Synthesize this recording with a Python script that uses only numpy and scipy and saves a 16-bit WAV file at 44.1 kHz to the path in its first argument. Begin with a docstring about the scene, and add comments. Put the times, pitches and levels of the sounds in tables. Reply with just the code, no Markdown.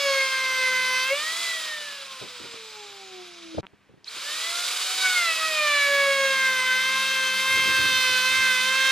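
"""Workshop, two scenes: a hand router mills the edge of a board, lifts off, is switched off and coasts
down while the board is picked up. After a hard cut a router starts up, races freely, then sags as it bites.
One shaft speed drives the cutter harmonics, the whine lines, the throbbing fan noise and the chip bursts.
Knocks, clicks, squeaks and air puffs are placed by table over low hum and shop noise."""
import sys
import numpy as np
from scipy import signal
from scipy.fft import rfft, irfft
from scipy.io import wavfile
from scipy.ndimage import uniform_filter1d

SR = 44100
rng = np.random.default_rng(int(sys.argv[2]) if len(sys.argv) > 2 else 0)


def int16_out(signal):
    """Quantize to a 16-bit WAV file."""
    q = np.round(np.clip(np.atleast_2d(signal).T, -1, 1) * 32767)
    wavfile.write(sys.argv[1], SR, q.astype(np.int16))


N = 392931
T = np.arange(N) / SR
HZ = np.fft.rfftfreq(N, 1 / SR)

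# change of scene: (first scene ends [s], end of the near-silent gap [s], router starts up [s])
SCENE_CHANGE_S = (3.608, 3.63, 4.045)
CUT_S, GAP_END_S, START_UP_S = SCENE_CHANGE_S
SWITCH_OFF_S = 1.41
FREE_HZ = 774.3  # cutter strokes per second at free speed, two per shaft turn
# router put aside, then, in the second scene, creeping closer: (time [s], nearness [dB])
NEARNESS_DB = [(0, -0.8), (1, -0.64), (1.2, 0.14), (1.45, 0.26), (1.7, -1.6), (1.95, -3), (3.6, -2.5),
               (4.05, 0), (5.15, .4), (5.7, -0.5), (7.5, 0), (8.1, 0.9)]
# likeness of the two microphone ports, clipped to 0-1: (frequency [Hz], likeness)
PORT_LIKENESS = [(60, 7.5), (500, 3.3), (1300, 0.65), (2100, 1.34), (3400, 1.2), (5500, 0.59), (9000, 0.08),
                 (15000, 0.5)]
# lesser likeness for knocks and puffs: (frequency [Hz], likeness)
LOOSE_LIKENESS = [(60, .97), (130, 0.82), (290, .45), (700, 0.36)]
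# colour of low turbulence and rumble: (frequency [Hz], relative density [dB])
RUMBLE_COLOUR = [(25, -29), (60, -4), (120, 0.5), (200, -1), (350, -1), (500, -6.5), (900, -24)]


def amp(db):
    """Amplitude ratio of a level in dB."""
    return 10 ** (np.asarray(db) / 20)


def unit(x):
    """Scale to rms 1."""
    return x / np.sqrt(np.mean(x ** 2) + 1e-20)


def curves(rows):
    """Each value column of a (time [s], values) table, at every sample."""
    s, *columns = np.transpose(rows)
    return [np.interp(T, s, column) for column in columns]


def read(points, hz=HZ):
    """Interpolate a (frequency [Hz], value) table over log frequency."""
    f, value = np.transpose(points)
    return np.interp(np.log(hz + 1), np.log(f + 1), value)


def add(mix, s, sound):
    """Add a sound to the mix in place, starting at s seconds."""
    part = mix[round(s * SR):][:len(sound)]
    part += sound[:len(part)]


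def wander(rate_hz):
    """Random curve of rms about 1: straight lines between rate_hz random knots per second."""
    knots = rng.standard_normal(8192)
    return 1.22 * np.interp(T * rate_hz, np.arange(len(knots)), knots)


def ports(a, b, likeness=PORT_LIKENESS):
    """Mix two spectra into a partly alike left and right, with a phase lead between them."""
    # (frequency [Hz], lead of left over right [rad])
    lead_rad = [(60, 0.5), (220, -2.6), (480, -0.14), (4300, 0.53), (6000, 0.45), (9300, 0.2), (10800, -3)]
    same = np.clip(read(likeness), 0, 1)
    shared = np.sqrt((1 + same) / 2) * a
    apart = np.sqrt((1 - same) / 2) * b
    turn = np.exp(.5j * read(lead_rad))
    return irfft(np.array([(shared + apart) * turn, (shared - apart) / turn]), N)


def noise(colour_db, grain=1, likeness=PORT_LIKENESS):
    """Stereo noise of rms 1: white noise times a grain in time, then coloured."""
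    a, b = rfft(rng.standard_normal((2, N)) * grain) * amp(colour_db)
    return unit(ports(a, b, likeness))


def bite():
    """Depth of the cutter in the wood, 0-1, at every sample."""
    # (time [s], depth)
    depth = [(1.03, 1), (1.1, .4), (1.18, .22), (1.25, 0), (4.97, 0), (5.03, .45), (5.7, 1)]
    return np.clip(curves(depth)[0], 0, 1)


def race(s, from_hz, spin_up_s=.32):
    """Stroke rate of the unloaded motor from time s, closing in exponentially on its free speed."""
    return FREE_HZ + (from_hz - FREE_HZ) * np.exp(-np.maximum(T - s, 0) / spin_up_s)


def speed(start_up_hz=382.6, coast_s=2.845):
    """Strokes per second: cutting, lifting off, slowing by friction; then starting up and cutting."""
    # (time [s], stroke rate [Hz])
    first_cut_hz = [(0.02, 564.7), (0.136, 544), (0.29, 530.2), (0.698, 514), (0.93, 513), (1.032, 517.2),
                    (1.1, 534)]
    # (time [s], stroke rate [Hz])
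    second_cut_hz = [(5.02, 755), (5.14, 730), (5.32, 645.7), (5.47, 637.3), (5.7, 587), (5.8, 572.6),
                     (6.03, 558.5), (6.6, 515.2), (6.74, 514.8), (6.92, 526), (7.09, 529.2), (7.31, 521.3),
                     (7.53, 528), (7.8, 525.1), (8.19, 510.5), (8.4, 525.2), (8.57, 510), (8.76, 528),
                     (8.9, 529.3)]
    lift_s, lift_hz = first_cut_hz[-1]
    second_cut_s = second_cut_hz[0][0]
    lifted = race(lift_s, lift_hz)
    coasting = np.interp(SWITCH_OFF_S, T, lifted) * np.exp((SWITCH_OFF_S - T) / coast_s)
    return np.select([T < lift_s, T < SWITCH_OFF_S, T < START_UP_S, T < second_cut_s],
                     [curves(first_cut_hz)[0], lifted, coasting, race(START_UP_S, start_up_hz)],
                     curves(second_cut_hz)[0])


def shaft(rate_hz, jitter=0.001063, jitter_hz=110):
    """Phase of the cutter strokes: the integrated rate, with a small random speed jitter."""
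    return 2 * np.pi * np.cumsum(rate_hz * (1 + jitter * wander(jitter_hz))) / SR


def flow(rise_s=0.05):
    """Share of the air flow built up: exponential rise after the start-up, 1 before it."""
    since_s = T - START_UP_S
    return np.where(since_s > 0, 1 - np.exp(-abs(since_s) / rise_s), 1)


def strengths(rate_hz, tones_db=0, rasp_db=-1.57, build_up=3):
    """Gains of the four low tones and the rasp: set by the cut in the wood, by the speed in free air."""
    # (time [s], low tones [dB], rasp [dB]), before the offsets below
    first_force = [(0.0, -31, -28.5), (0.092, -26, -29.5), (0.428, -25.5, -32.5), (0.658, -23.5, -29),
                   (0.712, -24.5, -33), (1.05, -26.5, -25)]
    # (time [s], low tones [dB], rasp [dB])
    second_force = [(5.03, -27.5, -25), (5.06, -24.5, -32), (5.15, -30, -30), (5.3, -27.5, -31),
                    (5.36, -33.5, -36), (5.67, -24, -29.5), (6.07, -22, -30.5), (6.14, -25, -29.5),
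                    (6.23, -21.5, -28.5), (7.43, -27.5, -26.5), (7.51, -22, -25), (8.03, -25.5, -22),
                    (8.8, -23, -25.5), (8.9, -24.5, -22)]
    # response of the board under the cutter: (frequency [Hz], level [dB])
    board_db = [(510, -17.5), (528, -19), (542, -4), (556, 0.5), (572, -10), (640, -8.5), (760, -16),
                (1030, -12), (1120, -11), (1300, -3), (1480, -2), (1570, -4), (1720, -4.5), (2060, -4),
                (2200, -3.5), (2350, 1), (2600, -2), (3000, -10)]
    # response of the router in free air: (frequency [Hz], level [dB])
    body_db = [(345, -47), (520, -57.5), (640, -49.5), (740, -49.5), (840, -46), (920, -63), (1070, -48),
               (1170, -62), (1390, -44.5), (1580, -53), (1760, -35), (1900, -30.5), (2040, -40.5),
               (2180, -55), (2800, -43)]
    # (stroke multiple, first cut [dB], second cut [dB], free air [dB], free-air slope [dB/octave of speed])
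    low_tones = [(1, 1, -2, -1.5, 2.5), (2, 0.5, -0.5, 0, 15.5), (3, -3.5, 0, 0, 37), (4, 2, -1.2, -11, 45)]
    full_contact = 0.47  # depth that gives full cutting strength
    lifted_db = 3.5  # louder when clear of the wood after the first cut
    singing_hz = 668  # stroke rate at which the free rasp is loudest
    free_rasp_db, off_speed_db = -35.5, 130  # level there, loss an octave away

    tones, rasp = curves(list(first_force) + list(second_force))
    contact = np.minimum(bite() / full_contact, 1)
    early = T < CUT_S
    # the tones come in later than the rush
    free = (1 - contact ** 2) * flow() ** build_up * amp(lifted_db * early)
    octaves = np.log2(rate_hz / singing_hz)
    low = []
    for k, (_, first, second, free_db, doubling_db) in enumerate(low_tones, 1):
        cutting = amp(tones + tones_db + read(board_db, k * rate_hz) + np.where(early, first, second))
        running = amp(free_db + doubling_db * octaves + read(body_db, k * rate_hz))
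        low.append(contact * cutting + free * running)
    singing = amp(free_rasp_db - off_speed_db * octaves ** 2 + curves(NEARNESS_DB)[0])
    return low, contact * amp(rasp + rasp_db) + free * singing


def cutter(phase, low, rasp, dull_db=8.0, flutter_db=1.47, chatter_db=2, drift_db=1.5,
           free_drift_db=2.35, rough=0.034, spread=0.41):
    """Each edge stroke repeats one push on the wood: a stack of harmonics with ripple side tones."""
    # (stroke multiple, first pass [dB], second pass [dB])
    rasp_lines = [(5, -6.5, -5), (5.77, -1.5, -4.5), (6.77, -13, -6), (8, -8.5, -12.5), (8.8, -7.5, -15.5),
                  (9.7, -13.5, -19), (12.106, -15.5, -18.5), (12.9, -35, -36), (15.1, -33, -28),
                  (17.8, -30, -27), (23, -30, -26.5), (27, -35, -36)]
    # side tones from mains ripple in the torque: (offset [Hz], level [dB])
    ripple = [(200.5, -19), (401, -19), (-200.5, -24), (601.5, -27)]
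    depth = bite()
    free = 1 - depth
    grazing = 4 * depth * free  # a cutter that only just touches the wood chatters
    shake_db = flutter_db + chatter_db * grazing
    sway_db = drift_db + free_drift_db * free  # tones swell and fade more in free air

    tones = []
    for k, gain in enumerate(low, 1):
        level = gain * amp(shake_db * wander(35) + sway_db * wander(11))
        tones.append(level * np.exp(1j * (k * phase + 2 * np.pi * rng.random())))
    lowest, *others = tones
    stack, side = sum(others), np.zeros(N)

    multiple, first, second = np.transpose(rasp_lines)
    for k in range(5, 28):
        db = np.where(T < CUT_S, np.interp(k, multiple, first), np.interp(k, multiple, second))
        db = db + 1.5 * wander(22) + .8 * wander(4)  # the grain changes along the board
        db -= dull_db * free * min(k - 5, 6)  # out of the wood the strokes lose their edge
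        line = rasp * amp(db) * np.exp(1j * (k * phase + 2 * np.pi * rng.random()))
        stack += line
        side += line.imag * wander(4.0)

    stack *= 1 + sum(amp(db) * np.exp(2j * np.pi * (hz * T + rng.random())) for hz, db in ripple)
    sound = (lowest + stack).real * (1 + rough * wander(400))
    return ports(rfft(sound), rfft(side + spread * stack.imag))


def whine(phase, rush, flutter_db=3, blur_rad=0.91, free_db=-11, unload_s=1.34):
    """Thin shaft, fan and commutator lines; the high ones sink into the rush when racing freely."""
    # levels against the rush: (stroke multiple, under load [dB], coasting [dB])
    whine_lines = [(0.498, -30.5, -41), (12, -15.5, -32), (14, -38, -24), (15, -24, -36), (16, -15, -19),
                   (18, -34, -15), (20, -17.5, -25), (22, -38, -32), (24, -21, -32), (27.9, -19, -29),
                   (32.03, -34, -25)]
    # muffling of the highest lines by the housing: (frequency [Hz], level [dB])
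    muffling = [(10500, -2), (13000, -5), (15500, -9)]
    coasting = np.clip((T - SWITCH_OFF_S) / unload_s, 0, 1) * (T < START_UP_S)
    racing = (1 - bite()) * (1 - coasting)
    rate_hz = np.gradient(phase) * SR / (2 * np.pi)
    out = np.zeros((2, N))
    for k, loaded, idle in whine_lines:
        db = loaded + (idle - loaded) * coasting
        db = db + free_db * racing * (k > 1) + read(muffling, k * rate_hz)
        level = rush * amp(db + flutter_db * wander(25)) * (k * rate_hz < SR / 2)
        shake = blur_rad * wander(220)
        out += level * np.array([np.sin(k * phase + shake + 0.26 * wander(7)) for _ in range(2)])
    return np.sqrt(2) * out


def fan_gain(law, rate_hz):
    """Gain of a fan-driven sound: it grows with speed, with cutting and with nearness."""
    free_db, doubling_db, cutting_db, near = law
    db = free_db + doubling_db * np.log2(rate_hz / FREE_HZ)
    db = db + cutting_db * bite() + near * curves(NEARNESS_DB)[0]
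    return flow() * amp(db)


def air(phase, rush, hiss, pulsing=0.22, flicker_db=0.82):
    """The fan drives air through the resonant housing; the rush throbs with the cutter strokes."""
    # (frequency [Hz], relative density [dB])
    rush_colour = [(60, -50), (150, -23.5), (300, -22), (500, -8), (750, -12.5), (1000, -4.5), (1350, 0.5),
                   (1800, -5.5), (2400, -2.5), (3700, 0.5), (5000, -0.5), (5700, -4), (8000, -15),
                   (15000, -49)]
    # (frequency [Hz], relative density [dB])
    hiss_colour = [(2500, -45), (4500, 3.5), (5600, -5), (7200, -1), (8800, -4), (10500, -7.5),
                   (13000, -12), (15500, -20)]
    # housing air resonances: (frequency [Hz], width [Hz], lift [dB])
    resonances = [(1260, 470, 0.5), (2346, 420, 5.5), (3160, 280, 2.5), (3840, 710, 3.5), (4460, 210, -6),
                  (4830, 320, 1.5), (5440, 400, -2.5)]
    housing_db = sum(db / (1 + (2 * (HZ - hz) / width) ** 2) for hz, width, db in resonances)
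    throb = 1 + pulsing * np.cos(phase)
    sound = rush * noise(read(rush_colour) + housing_db, throb)
    sound = sound + hiss * noise(read(hiss_colour) + housing_db)
    return sound * amp(flicker_db * wander(70))


def chips(phase, rasp, chips_db=-12, scatter_db=4, snaps_per_s=1500):
    """Fibres snap as an edge passes: random impulses, a few much larger than the rest."""
    snaps = rng.random(N) < snaps_per_s / SR * (1 + np.cos(phase))
    size = amp(np.minimum(scatter_db * rng.exponential(1, N), 13))
    colour_db = read([(200, -54), (1200, 3.5), (3000, -3.0), (7000, -7.5), (15000, -10)])
    return rasp * amp(chips_db) * noise(colour_db, snaps * size)


def blows(rows, breadth):
    """Quickly dying noise bursts, each centred on its own frequency, `breadth` setting the octave width."""
    out, t = np.zeros(N), np.arange(8192) / SR
    f = np.fft.rfftfreq(len(t), 1 / SR) + 1
    for s, db, hz, t60 in rows:
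        colour = 1 / (1 + (np.log2(f / hz) / breadth) ** 4) ** 2
        burst = irfft(rfft(rng.standard_normal(len(t))) * colour)
        ring = burst * amp(-60 * t / t60) * (1 - np.exp(-t * hz * 2))
        add(out, s, amp(db) * ring / abs(ring).max())
    return out


def knocks(knock_db=-2, low_hz=75):
    """Tool and board bump on the wooden bench, which radiates little below low_hz."""
    # (time [s], peak before knock_db and low cut [dB], main frequency [Hz], t60 [s])
    bumps = [(2.211, -29.5, 264, 0.21), (2.398, -35, 224.1, 0.16), (2.435, -35, 240.7, 0.29),
             (2.535, -35.5, 263, .13), (3.544, -29, 218, 0.041), (3.571, -25, 200.4, 0.08),
             (3.581, -16, 320, 0.054), (3.582, -22.5, 96, 0.055), (3.733, -42.5, 200, 0.037),
             (3.89, -45, 208, 0.19), (3.936, -43, 194, 0.07), (3.972, -47, 200, 0.069),
             (4.16, -42, 240, 0.13)]
    low_cut = amp(knock_db) * HZ ** 2 / np.hypot(HZ ** 2, low_hz ** 2)
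    a, b = [low_cut * rfft(blows(bumps, breadth)) for breadth in (1.63, 2)]
    return ports(a, b, LOOSE_LIKENESS)


def clicks():
    """Sharp clicks, the switch among them: very short noise bursts."""
    # (time [s], peak [dB], frequency [Hz], t60 [s])
    snaps = [(3.6675, -29, 2570, 0.0026), (4.044, -35, 4250, 0.018)]
    return blows(snaps, breadth=0.63)


def squeaks():
    """A creak of a few ringing slips, and a short rising squeak as the motor starts."""
    # (start [s], slip rate [Hz], length [s], slip peak [dB])
    creak = (3.631, 192, .021, -32)
    # ringing of each slip: (frequency [Hz], relative level [dB], t60 [s])
    creak_modes = [(251, 8, 0.0099), (900, 6, 0.0097), (1280, -6, 0.022), (2195, -19, .01)]
    # (start [s], length [s], from [Hz], to [Hz], peak [dB])
    chirp = (4.07, .026, 3700, 4750, -30)
    out, t = np.zeros(N), np.arange(1024) / SR
    start, rate_hz, length, db = creak
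    slip = sum(amp(level - 60 * t / t60) * np.cos(2 * np.pi * hz * t) for hz, level, t60 in creak_modes)
    slip = signal.lfilter(*signal.butter(4, 2600, fs=SR), slip)
    for s in np.arange(start, start + length, 1 / rate_hz):
        add(out, s, -amp(db) * slip / abs(slip).max())

    start, length, from_hz, to_hz, db = chirp
    glide_hz = np.linspace(from_hz, to_hz, round(length * SR))
    squeak = np.hanning(len(glide_hz)) * np.sin(2 * np.pi * np.cumsum(glide_hz) / SR)
    add(out, start, amp(db) * squeak)
    return out


def puffs(puff_db=-4):
    """Cooling air buffets the microphone: Gaussian swells of low turbulence."""
    # (time [s], peak before puff_db [dB], length [s])
    swells = [(7.522, -41.5, .04), (7.585, -34, 0.087), (7.689, -32, 0.077), (7.747, -48, .05),
              (7.815, -32.5, 0.076), (7.865, -39, 0.08), (7.95, -39.5, 0.11), (8.102, -41.5, 0.083),
              (8.32, -41.5, 0.049), (8.408, -39, 0.096)]
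    swell = sum(amp(db) * np.exp(-(2 * (T - s) / length) ** 2) for s, db, length in swells)
    return amp(puff_db) * swell * noise(read(RUMBLE_COLOUR), likeness=LOOSE_LIKENESS)


def hum(rumble_db=-5, lead_rad=0.12):
    """The motor shakes the bench: low lines, out of step at the two ports, over a dull rumble."""
    # (frequency [Hz], level against the swell [dB])
    hum_lines = [(150.7, -10.5), (200.3, 3), (279.9, -2), (400.8, -7)]
    # (time [s], level [dB])
    swell_db = [(0, -83), (.8, -62), (1.2, -76.5), (3.6, -73), (3.7, -77), (5, -93), (5.8, -69),
                (6.1, -60.5), (7.4, -59)]
    level, = curves(swell_db)
    ahead = lead_rad * np.array([[.5], [-.5]])
    lines = sum(amp(db + 2.1 * wander(14)) * np.sin(2 * np.pi * hz * T + ahead) for hz, db in hum_lines)
    return amp(level) * (np.sqrt(2) * lines + amp(rumble_db) * noise(read(RUMBLE_COLOUR)))


def shop_noise():
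    """Background noise of the shop: coloured noise on a slow level curve."""
    # (frequency [Hz], relative density [dB])
    floor_colour = [(25, -22), (90, -7.5), (200, -4), (500, -11), (2300, -12), (15000, -39)]
    # (time [s], level [dB])
    floor_db = [(4.1, -63), (4.6, -74), (6, -70)]
    return amp(curves(floor_db)[0]) * noise(read(floor_colour))


def scene():
    """Two scenes: no router between the cut and the start-up; a short near-silent gap marks the cut."""
    # (at free speed [dB], per doubling of speed [dB], added by cutting [dB], per dB of nearness [dB])
    rush_law = (-30, 10, 3.5, 1.5)
    # (at free speed [dB], per doubling of speed [dB], added by cutting [dB], per dB of nearness [dB])
    hiss_law = (-31.5, 18, 2.8, 3)
    rate_hz = speed()
    phase = shaft(rate_hz)
    low, rasp = strengths(rate_hz)
    rush, hiss = fan_gain(rush_law, rate_hz), fan_gain(hiss_law, rate_hz)
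    router = np.sqrt(2) * cutter(phase, low, rasp) + whine(phase, rush)
    router = router + air(phase, rush, hiss) + chips(phase, rasp)
    router *= (T < CUT_S) | (T > START_UP_S)
    handling = knocks() + clicks() + squeaks()
    shop = puffs() + hum() + shop_noise()
    gap = np.where((T > CUT_S) & (T < GAP_END_S), amp(-12), 1)
    return (router + handling + shop) * uniform_filter1d(gap, 40)


def record(dry, edge_hz=15750):
    """Balance the two ports over time and frequency, then low-pass at edge_hz."""
    # (time [s], left minus right [dB])
    pan_db = [(0, -0.69), (3.6, -0.35), (5.2, -0.76), (5.9, -1.76), (6.7, -0.33), (7.3, 0.84), (8.1, -2.17)]
    # (frequency [Hz], left minus right [dB])
    tilt_db = [(300, 1), (1000, 1), (4000, -1.1), (8000, -0.17)]
    sides = np.array([[.5], [-.5]])
    sound = dry * amp(sides * curves(pan_db)[0])
    sound = irfft(rfft(sound) * amp(sides * read(tilt_db)), N)
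    low_pass = signal.firwin(511, edge_hz, window=("kaiser", 9), fs=SR)
    return signal.oaconvolve(sound, low_pass[None], "same")


dry = scene()
out = record(dry)
int16_out(out)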